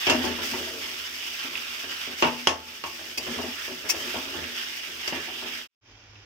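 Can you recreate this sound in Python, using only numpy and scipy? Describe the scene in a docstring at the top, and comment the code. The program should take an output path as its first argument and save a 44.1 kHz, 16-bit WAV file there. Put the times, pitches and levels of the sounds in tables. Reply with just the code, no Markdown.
"""A steel spatula clatters into a metal wok of sizzling chunks of fat in a small kitchen.
Steam bubbles burst by the thousand and flare as turned food meets hot metal. The blade knocks, drags
and judders on the modes of the pan and squeaks on its own; the hardest knocks duck the gain.
Near the end the sound fades out and returns as a quiet, dull simmer over a low hum."""
import sys
import numpy as np
from scipy import signal
from scipy.fft import rfft, irfft, next_fast_len
from scipy.io import wavfile
from scipy.ndimage import uniform_filter1d, minimum_filter1d

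SR = 44100
rng = np.random.default_rng(int(sys.argv[2]) if len(sys.argv) > 2 else 0)


def int16_out(signal):
    """Quantize to a 16-bit WAV file."""
    q = np.round(np.clip(np.atleast_2d(signal).T, -1, 1) * 32767)
    wavfile.write(sys.argv[1], SR, q.astype(np.int16))


N = 275625
TIME = np.arange(N) / SR
SIMMER_START_S = 5.75
PUSH_ATTACK_S, CRACKLE_DECAY_S = 0.0034, 0.5
FOOD_DAMPING = 1

# dense ring of pan and kitchen: (frequency [Hz], level [dB])
CLANG = [(25, -32), (70, -0.5), (170, -8), (300, 2), (900, 8.5), (1600, 1.5), (2900, 7), (4100, -9),
         (5400, -0.5), (8000, -16.5), (11000, -19.5), (15000, -20)]
# blade lands in the food and pushes: (time [s], length [s], landing [dB], pressure [dB], grit [dB])
STROKES = [(0.077, 0.23, 3, -21, -27), (0.388, 0.061, -3, -27.5, -32), (0.536, 0.074, -0.5, -29, -34),
           (0.672, 0.17, -8, -35, -56), (1.447, 0.079, -15, -38, -47), (1.837, 0.034, -13, -39, -36),
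           (2.074, 0.028, -12, -35, -50.5), (2.991, 0.043, -11.5, -42, -39),
           (3.178, 0.022, -35, -28.5, -45), (3.267, 0.11, -3, -27, -31), (3.56, 0.074, -47, -62, -30),
           (3.679, 0.031, -7.5, -30.5, -52), (3.838, 0.25, -16, -31, -30.5), (4.143, 0.21, -2, -34.5, -52),
           (4.342, 0.097, -6, -28.5, -30.5), (4.875, 0.036, -18, -39, -55),
           (5.124, 0.069, 0.5, -30.5, -27.5), (5.282, 0.011, -9.5, -36.5, -41),
           (5.424, 0.036, -8.5, -34, -30)]


def sizzle(split_hz=4000, crackle_db=6.5, fizz_db=5.5):
    """Big bubbles crackle, small ones fizz; both swell as wet food meets hot metal."""
    # frying bubbles: (frequency [Hz], level [dB])
    spectrum = [(100, -62), (600, -20), (1000, -12.5), (1600, -6.5), (2100, -5), (2850, 0.5), (3400, -4),
                (4050, -11), (5250, 0), (6500, -8), (8100, -15), (11000, -19), (13000, -15.5),
                (14400, -10.5), (15500, -16.5)]
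    crackle = off_blade(band(bubbles(spectrum, rate_hz=2400, spread_db=1.5), split_hz, "low", order=6))
    fizz = band(bubbles(spectrum, rate_hz=3000, spread_db=0.2), split_hz, "high", order=6)
    return (unit(crackle) * undb(crackle_db) * boiling(CRACKLE_DECAY_S, column=1)
            + unit(fizz) * undb(fizz_db) * boiling(decay_s=0.38, column=2, steady_db=-1))


def bubbles(spectrum, rate_hz, spread_db, spots=5):
    """Steam bubbles burst at several spots in the oil."""
    pops = sum(ring(clicks(N, rate_hz / spots, spread_db), bowl()) for _ in range(spots))
    return unit(colour(pops, spectrum))


def boiling(decay_s, column, steady_db=0, rise_s=0.037):
    """Bubbling strength: steady frying plus flares that fade as the wet surface dries."""
    # steady frying: (time [s], level [dB])
    frying = [(0, -45.5), (.9, -31), (1.7, -30), (2.4, -37), (3.1, -37), (3.8, -34), (4.2, -32.5),
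              (5.6, -32.5)]
    # turned food meets hot metal: (time [s], crackle [dB], fizz [dB])
    flares = [(-.04, -19, -24), (.21, -34.5, -34), (.41, -31.5, -27), (.79, -31, -51), (1.17, -30, -36),
              (1.38, -27, -43), (1.59, -30, -48.5), (1.878, -27.5, -33.5), (2.161, -28, -29),
              (2.83, -32.5, -33), (3.2, -30, -31.5), (3.31, -28, -33.5), (3.55, -38, -36.5),
              (3.93, -28.5, -29), (4.06, -28, -37), (4.399, -30.5, -57), (4.53, -27.5, -32.5),
              (4.979, -27.5, -36), (5.25, -30, -58), (5.429, -32.5, -55)]
    power = sum((undb(row[column]) * envelope(row[0], rise_s, rise_s, decay_s)) ** 2 for row in flares)
    return np.sqrt(undb(curve(frying) + steady_db) ** 2 + power)


def bowl(pop_s=0.00035, echo_db=-19, echo_s=0.041):
    """One burst bubble: a short pop, then reflections from bowl and walls."""
    t = TIME[:4096]
    response = air(len(t)) * (np.exp(-t / pop_s) + undb(echo_db) * np.exp(-t / echo_s))
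    return response / np.sqrt(np.sum(response ** 2) / 2)


def off_blade(x, lag_s=0.000685, travel=0.38, sway_hz=2.78, share=0.24):
    """Reflection off the moving blade sweeps notches through the sound."""
    delayed_s = TIME - lag_s * np.exp(travel * wander(sway_hz))
    return x + share * np.array([np.interp(delayed_s, TIME, port) for port in x])


def knocks(level_db=-22, glance_s=0.048, thin_hz=230, edge_hz=9000, bite_hz=2200):
    """Each blow is a tick plus chatter; soft contact misses the high modes, the bare edge drives them."""
    # bare blade on pan: (time [s], strength [dB], brightness [Hz], chatter [s], damping [0-1])
    hits = [(0.068, 4.5, 6000, 0.0012, 0.9), (0.077, 1.5, 3800, 0.011, 0.94),
            (0.098, 9, 7000, 0.00074, 0.8), (0.112, 4.5, 1500, 0.0065, 0.8), (0.124, 4, 1200, 0.002, 0.6),
            (0.241, 3.5, 1000, 0.016, 0.62), (2.224, 8.5, 4500, 0.0025, 0.5),
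            (2.231, 6.5, 3400, 0.0087, 0.13), (2.247, 5.5, 3000, 0.011, 0.1),
            (2.269, -2, 2400, 0.0023, 0.23), (2.472, 10, 8600, 0.002, 0.29),
            (2.4757, 6.5, 10000, 0.005, 0.32), (2.521, -2.5, 1600, 0.0033, 0.2),
            (2.839, -6, 4230, 0.0015, 0.2), (3.175, -14.5, 12000, 0.0011, 0.55),
            (3.387, 0.5, 1000, 0.021, 0.64), (3.439, -3.5, 860, 0.015, 0.7),
            (3.896, -8.5, 12000, 0.015, 0.74), (3.943, -4.5, 700, 0.0026, 0.8),
            (4.156, -4, 810, 0.0049, 0.25), (5.0776, -7, 10000, 0.002, 1)]
    out, t = np.zeros((2, N)), TIME[:SR // 2]
    for start_s, db, bright_hz, chatter_s, damping in hits + landings():
        tick = np.exp(-chatter_s / glance_s)  # glancing blow: less tick, more chatter
        chatter = band(clicks(len(t), rate_hz=2500, spread_db=2.0), thin_hz, "high", order=1)
        chatter *= np.exp(-t / chatter_s)
        force = np.sqrt(1 - tick ** 2) * chatter / (np.linalg.norm(chatter) + 1e-9)
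        force[0] += tick
        force += bright_hz / edge_hz * band(force, bite_hz, "high", order=1)
        blow = ring(band(force, bright_hz, "low"), pan(damping, spot_db=0.5, clang_db=11.0))
        add(out, start_s, undb(db + level_db) * blow)
    return out


def landings(typical_hz=780, typical_db=-15, db_per_octave=9, chatter_s=0.014):
    """Each stroke opens with a knock cushioned by food; harder is brighter."""
    return [(start_s, db, typical_hz * 2 ** ((db - typical_db) / db_per_octave), chatter_s, FOOD_DAMPING)
            for start_s, _, db, _, _ in STROKES]


def pan(damping, spot_db, clang_db, crack_db=7, crack_s=0.00077, wall_hz=1040, wall_width_hz=260):
    """Pan response at one spot: modes, first crack, dense clang. Food and blade choke the wall's ring."""
    # modes of the loaded pan, plus the blade's brief first ring near 2.9 kHz: (frequency [Hz], level [dB], t60
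    # [s])
    pan_modes = [(81.2, -11.5, 0.52), (155, -13.5, 0.29), (243.4, -7, 0.73), (273.5, -7.5, 0.4),
                 (331, -2.5, 0.24), (370.1, 1, 0.24), (420.7, 0.5, 0.14), (572, -0.5, 0.11),
                 (630.8, 3.5, 0.23), (753, 0, 0.18), (877, 2.5, 0.48), (945, 10.5, 0.2), (1017, 0.5, 0.28),
                 (1092, 8.5, 0.3), (1172, 1.5, 0.31), (1400, -13.5, 0.28), (1744, -1.5, 0.22),
                 (2545, 3, 0.13), (2750, 6, 0.2), (2940, 5, 0.12), (2960, 14.5, 0.0098), (3274, 3.5, 0.066),
                 (3242, 2, 0.11)]
    # clang decay: (frequency [Hz], t60 [s])
    clang_t60 = [(200, 0.36), (1000, 0.34), (3000, 0.21), (6000, 0.21), (14000, 0.23)]
    t = TIME[:SR // 2]
    hz, db, t60_s = np.transpose(pan_modes)[:, :, None]
    choke_db = lambda f: 12 * damping / (1 + ((f - wall_hz) / wall_width_hz) ** 2)
    weight = undb(db - choke_db(hz) + spot_db * rng.standard_normal(hz.shape))
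    weight *= rng.choice([-1, 1], hz.shape)
    # short waves reach the two ports out of step
    skew_rad = rng.standard_normal(hz.shape) * np.minimum(hz / 1100, 1)
    fading = 1000 ** (-t / (t60_s * undb(-choke_db(hz) / 2)))
    modes = np.array([np.sum(weight * fading * np.cos(2 * np.pi * hz * t + side * skew_rad), 0)
                      for side in (-1, 1)])
    noise, clang = air(len(t)), 0
    for band_hz, band_t60_s in clang_t60:
        share = [(row[0], row[0] == band_hz) for row in clang_t60]
        clang += shape(noise, lambda f: at(share, f)) * 1000 ** (-t / band_t60_s)
    clang *= 1 + undb(crack_db) * np.exp(-t / crack_s)
    clang = shape(clang, lambda f: undb(at(CLANG, f) - choke_db(f) / 2))
    return band(modes + undb(clang_db) * clang, 37, "high")


def drag(soft_hz=540, grit_db=-27, resting_db=-40.5, release_s=0.073, spots=4):
    """The blade sticks and slips; food cushions it, so mostly the low pan modes answer."""
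    rubbing = 0
    for _ in range(spots):
        slips = clicks(N, rate_hz=260, spread_db=0.5)
        force = band(slips, soft_hz, "low") + undb(grit_db) * slips
        rubbing += ring(force, pan(FOOD_DAMPING, spot_db=1.5, clang_db=2))
    pressure = undb(resting_db) + pushing(release_s, column=3)
    return pressure * unit(rubbing)


def pushing(release_s, column):
    """Stroke envelope: the blade leans in, holds, lets go."""
    strokes = [undb(row[column]) * envelope(row[0], PUSH_ATTACK_S, row[1], release_s) for row in STROKES]
    return np.max(strokes, axis=0)


def judders(attack_s=0.004, release_s=0.015, drift_hz=4):
    """Pressed hard, the blade sticks and slips on one pan note: a hollow judder or thin squeal. One high note
    also rings out briefly with a hard knock."""
    # single pan notes, mostly stick-slip judders and squeals, one ringing with a hard knock: (time [s], length
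    # [s], pitch [Hz], level [dB])
    notes = [(0.073, 0.032, 253, -22), (0.115, 0.06, 623, -17.5), (.15, 0.055, 246, -10.5),
             (.205, 0.12, 243, -23), (0.335, 0.22, 240, -30.5), (0.702, 0.092, 453, -34),
             (1.445, 0.04, 263, -31), (1.84, 0.041, 280, -34), (2.224, .035, 2900, -14.5),
             (3.287, 0.23, 243.4, -25), (3.716, 0.014, 255, -27.5), (3.915, .26, 3160, -28),
             (4.03, 0.059, 365, -31), (4.16, 0.032, 247.7, -22), (4.344, 0.025, 355, -25),
             (5.132, 0.029, 256, -17)]
    drift_cycles = np.cumsum(wander(rate_hz=20)) * drift_hz / SR
    out = 0
    for start_s, length_s, hz, db in notes:
        tone = np.sin(2 * np.pi * (hz * TIME + drift_cycles))
        out += undb(db) * envelope(start_s, attack_s, length_s, release_s) * tone
    return out * flicker(depth_db=4.5, rate_hz=40)


def scrape(band_hz=(1150, 2100)):
    """Wet spice paste grates and smears under the blade on each stroke."""
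    grains = clicks(N, rate_hz=900, spread_db=2.0)
    grit = ring(grains, bowl(pop_s=0.0041, echo_db=-13.5, echo_s=0.029))
    return pushing(release_s=0.12, column=4) * unit(band(grit, band_hz, "band"))


def squeaks(width_hz=38, rasp_db=0.5, level_db=5.5, spot_db=5.5, tail_s=0.011):
    """Fast stick-slip drives the blade's modes, differently at each touch, with a dry rasp."""
    # the edge sticks and sings: (time [s], length [s], pitch [Hz], level [dB])
    touches = [(0.093, 0.02, 5270, -23.5), (0.245, 0.017, 5160, -28.5), (3.174, 0.012, 5550, -21),
               (3.888, 0.023, 5630, -15.5), (5.074, 0.011, 5650, -25.5)]
    # blade modes: (frequency / pitch [ratio], level [dB])
    blade_modes = [(0.386, -12), (0.46, -12), (0.836, -2.5), (.905, -8), (0.962, -1), (1.001, 1),
                   (1.045, -9), (1.302, -3), (2.553, -14.5)]
    out, t = np.zeros((2, N)), TIME[:SR // 3]
    ratios, mode_db = np.transpose(blade_modes)
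    for start_s, length_s, pitch_hz, db in touches:
        progress = np.minimum(t / length_s, 1)
        grip = np.sqrt(np.maximum(np.sin(np.pi * progress), 0))
        tail = progress * np.exp(-np.maximum(t - length_s, 0) / tail_s)  # the blade rings on
        weights = undb(mode_db - spot_db * rng.standard_normal(len(ratios)))
        peaks = lambda f: weights @ (1 / (1 + ((f - ratios[:, None] * pitch_hz) / width_hz) ** 2))
        tone = band(shape(air(len(t)), peaks), 1800, "high", order=4)
        catches = ring(clicks(len(t), rate_hz=2300, spread_db=1), bowl())
        rasp = colour(band(catches, 6500, "high"), CLANG)
        squeak = unit(tone) + undb(rasp_db) * unit(rasp)
        add(out, start_s, undb(db + level_db) * (grip + tail) * squeak)
    return out


def spits(pitch_hz=2750, scatter=0.053, single_db=-3, small_db=12, spots=5):
    """Large bursts stand out of the sizzle; small ones come at random while the food is wet."""
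    # single spits of fat: (time [s], level [dB])
    singles = [(0.63, 0), (1.5547, 15.5), (1.577, 11), (3.981, 3), (6.158, -15)]
    draw_hz = lambda: pitch_hz * np.exp(scatter * rng.standard_normal())
    small = sum(ring(clicks(N, rate_hz=2.5, spread_db=3), spurt(draw_hz())) for _ in range(spots))
    out = undb(small_db) * small * boiling(CRACKLE_DECAY_S, column=1) * (TIME < SIMMER_START_S)
    for start_s, db in singles:
        add(out, start_s, undb(db + single_db) * spurt(draw_hz()))
    return out


def spurt(hz, ring_s=0.00084, splash_db=-3):
    """A wet bubble swells, rings a few cycles, then splashes in the bowl."""
    t = TIME[:4096]
    tone = t * np.exp(-t / ring_s) * np.sin(2 * np.pi * hz * t)
    splash = band(bowl(pop_s=0.0015, echo_db=-10.5, echo_s=0.035), [1900, 3500], "band", order=3)
    return tone / np.linalg.norm(tone) + undb(splash_db) * splash / np.linalg.norm(splash[0])


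def simmer(level_db=-50, hum_hz=101, hum_width_hz=6, hum_db=-54):
    """Gentler, duller bubbling over a wavering hum."""
    # simmering bubbles: (frequency [Hz], level [dB])
    spectrum = [(80, -55), (250, -20), (400, -23), (750, -25.5), (1500, -23), (2400, -19), (3100, -20.5),
                (4000, -28.5), (5300, -23), (6800, -34), (8500, -64), (14500, -53)]
    hum = wander(hum_width_hz, centre_hz=hum_hz)
    return undb(level_db) * bubbles(spectrum, rate_hz=4900, spread_db=-0.5) + undb(hum_db) * hum


def kitchen(level_db=-56):
    """Steady low rumble of stove and room."""
    # rumble: (frequency [Hz], level [dB])
    spectrum = [(20, -33.5), (31, -9.5), (47, 7), (62, -3.5), (80, -1), (130, 0), (190, -29.5), (300, -13),
                (700, -23), (1500, -49)]
    return undb(level_db) * unit(colour(air(N), spectrum))


def air(size, alike_hz=800):
    """Diffuse noise at two close microphone ports: alike in the bass, unrelated in the treble."""
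    mid, side = rng.standard_normal((2, size))
    apart = lambda f: .5 * f ** 2 / (f ** 2 + alike_hz ** 2)
    mid = shape(mid, lambda f: np.sqrt(1 - apart(f)))
    side = shape(side, lambda f: np.sqrt(apart(f)))
    return np.array([mid + side, mid - side])


def clicks(size, rate_hz, spread_db):
    """Impulses of random time, sign and strength."""
    timing, sign, strength = rng.random((3, size))
    amplitude = undb(-spread_db * np.log(np.maximum(strength, .004)))
    return (timing < rate_hz / SR) * np.sign(sign - .5) * amplitude


def wander(rate_hz, centre_hz=0):
    """Narrow-band noise, unit RMS."""
    return unit(shape(rng.standard_normal(N), lambda f: np.exp(-((f - centre_hz) / rate_hz) ** 2)))


def flicker(depth_db, rate_hz):
    return undb(depth_db * wander(rate_hz))


def envelope(start_s, attack_s, hold_s, release_s):
    rise = np.clip((TIME - start_s) / attack_s, 0, 1)
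    return rise * np.exp(-np.maximum(TIME - start_s - hold_s, 0) / release_s)


def undb(db):
    return 10 ** (np.asarray(db) / 20)


def unit(x):
    return x / np.sqrt(np.mean(x ** 2))


def curve(table):
    return np.interp(TIME, *np.transpose(table))


def at(table, hz):
    """Read (frequency [Hz], value) rows on a log-frequency axis."""
    f, value = np.transpose(table)
    return np.interp(np.log(hz + 1), np.log(f), value)


def shape(x, gain):
    """Filter by gain(frequency [Hz])."""
    size = next_fast_len(x.shape[-1] + 2048)
    return irfft(rfft(x, size) * gain(np.fft.rfftfreq(size, 1 / SR)), size)[..., :x.shape[-1]]


def colour(x, spectrum):
    return shape(x, lambda f: undb(at(spectrum, f)))


def band(x, hz, kind, order=2):
    return signal.sosfilt(signal.butter(order, np.minimum(hz, .45 * SR), kind, fs=SR, output="sos"), x)


def ring(force, response):
    return signal.oaconvolve(np.atleast_2d(force), response, axes=1)[:, :len(force)]


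def add(out, start_s, x):
    start = int(start_s * SR)
    out[:, start:start + x.shape[1]] += x[:, :N - start]


def lean(left_db):
    """Stereo gains for a left-minus-right level."""
    return undb(np.array([[left_db], [-left_db]]) / 2)


def scene():
    """Frying and stirring give way to the simmer; the blade works slightly left."""
    stirring = lean(2.3) * (drag() + judders()) + scrape()
    blade = lean(5.3) * knocks() + lean(-0.18) * squeaks()
    frying = sizzle() * flicker(depth_db=1.0, rate_hz=24)
    return np.where(TIME < SIMMER_START_S, frying + stirring, simmer()) + blade + spits() + kitchen()


def gain_control(x, ceiling_db=-1.0, hold_s=0.15, release_s=0.057, window=256):
    """A loud knock's first crack gets through and pulls the gain down; it holds, then recovers."""
    power = uniform_filter1d(np.mean(x ** 2, 0), size=window, origin=window // 2 - 1)
    rms = np.sqrt(np.abs(power) + 1e-12)
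    excess = np.maximum(np.log(rms / undb(ceiling_db)), 0)
    hold = 2 * int(hold_s * SR / 2) + 1
    held = -minimum_filter1d(-excess, hold, origin=hold // 2)
    recovery = np.exp(TIME / release_s)
    reduction = np.maximum.accumulate(held * recovery) / recovery
    return x * np.exp(-uniform_filter1d(reduction, size=64))


def record(dry):
    """Port colour, gain control, fade, steep top cut."""
    # two microphone ports: (frequency [Hz], left minus right [dB])
    balance = [(60, -1), (200, -2), (380, 2), (700, -3), (1290, -6), (2400, -10.5), (3300, -7.5),
               (4200, 0.5), (5300, 10), (8000, 3.5), (12000, 5), (15000, 14)]
    # fade out and in: (time [s], gain [ratio])
    fade = [(5.6, 0.2), (5.66, 0.07), (5.675, 0), (5.81, 0.0013), (5.9, 0.7)]
    ports = shape(dry, lambda f: np.sqrt(2 / (1 + undb(np.array([[-2], [2]]) * at(balance, f)))))
    top_cut = signal.ellip(10, .2, 70, 15750, fs=SR, output="sos")
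    return signal.sosfilt(top_cut, gain_control(ports) * curve(fade))


dry = scene()
out = record(dry)
int16_out(out)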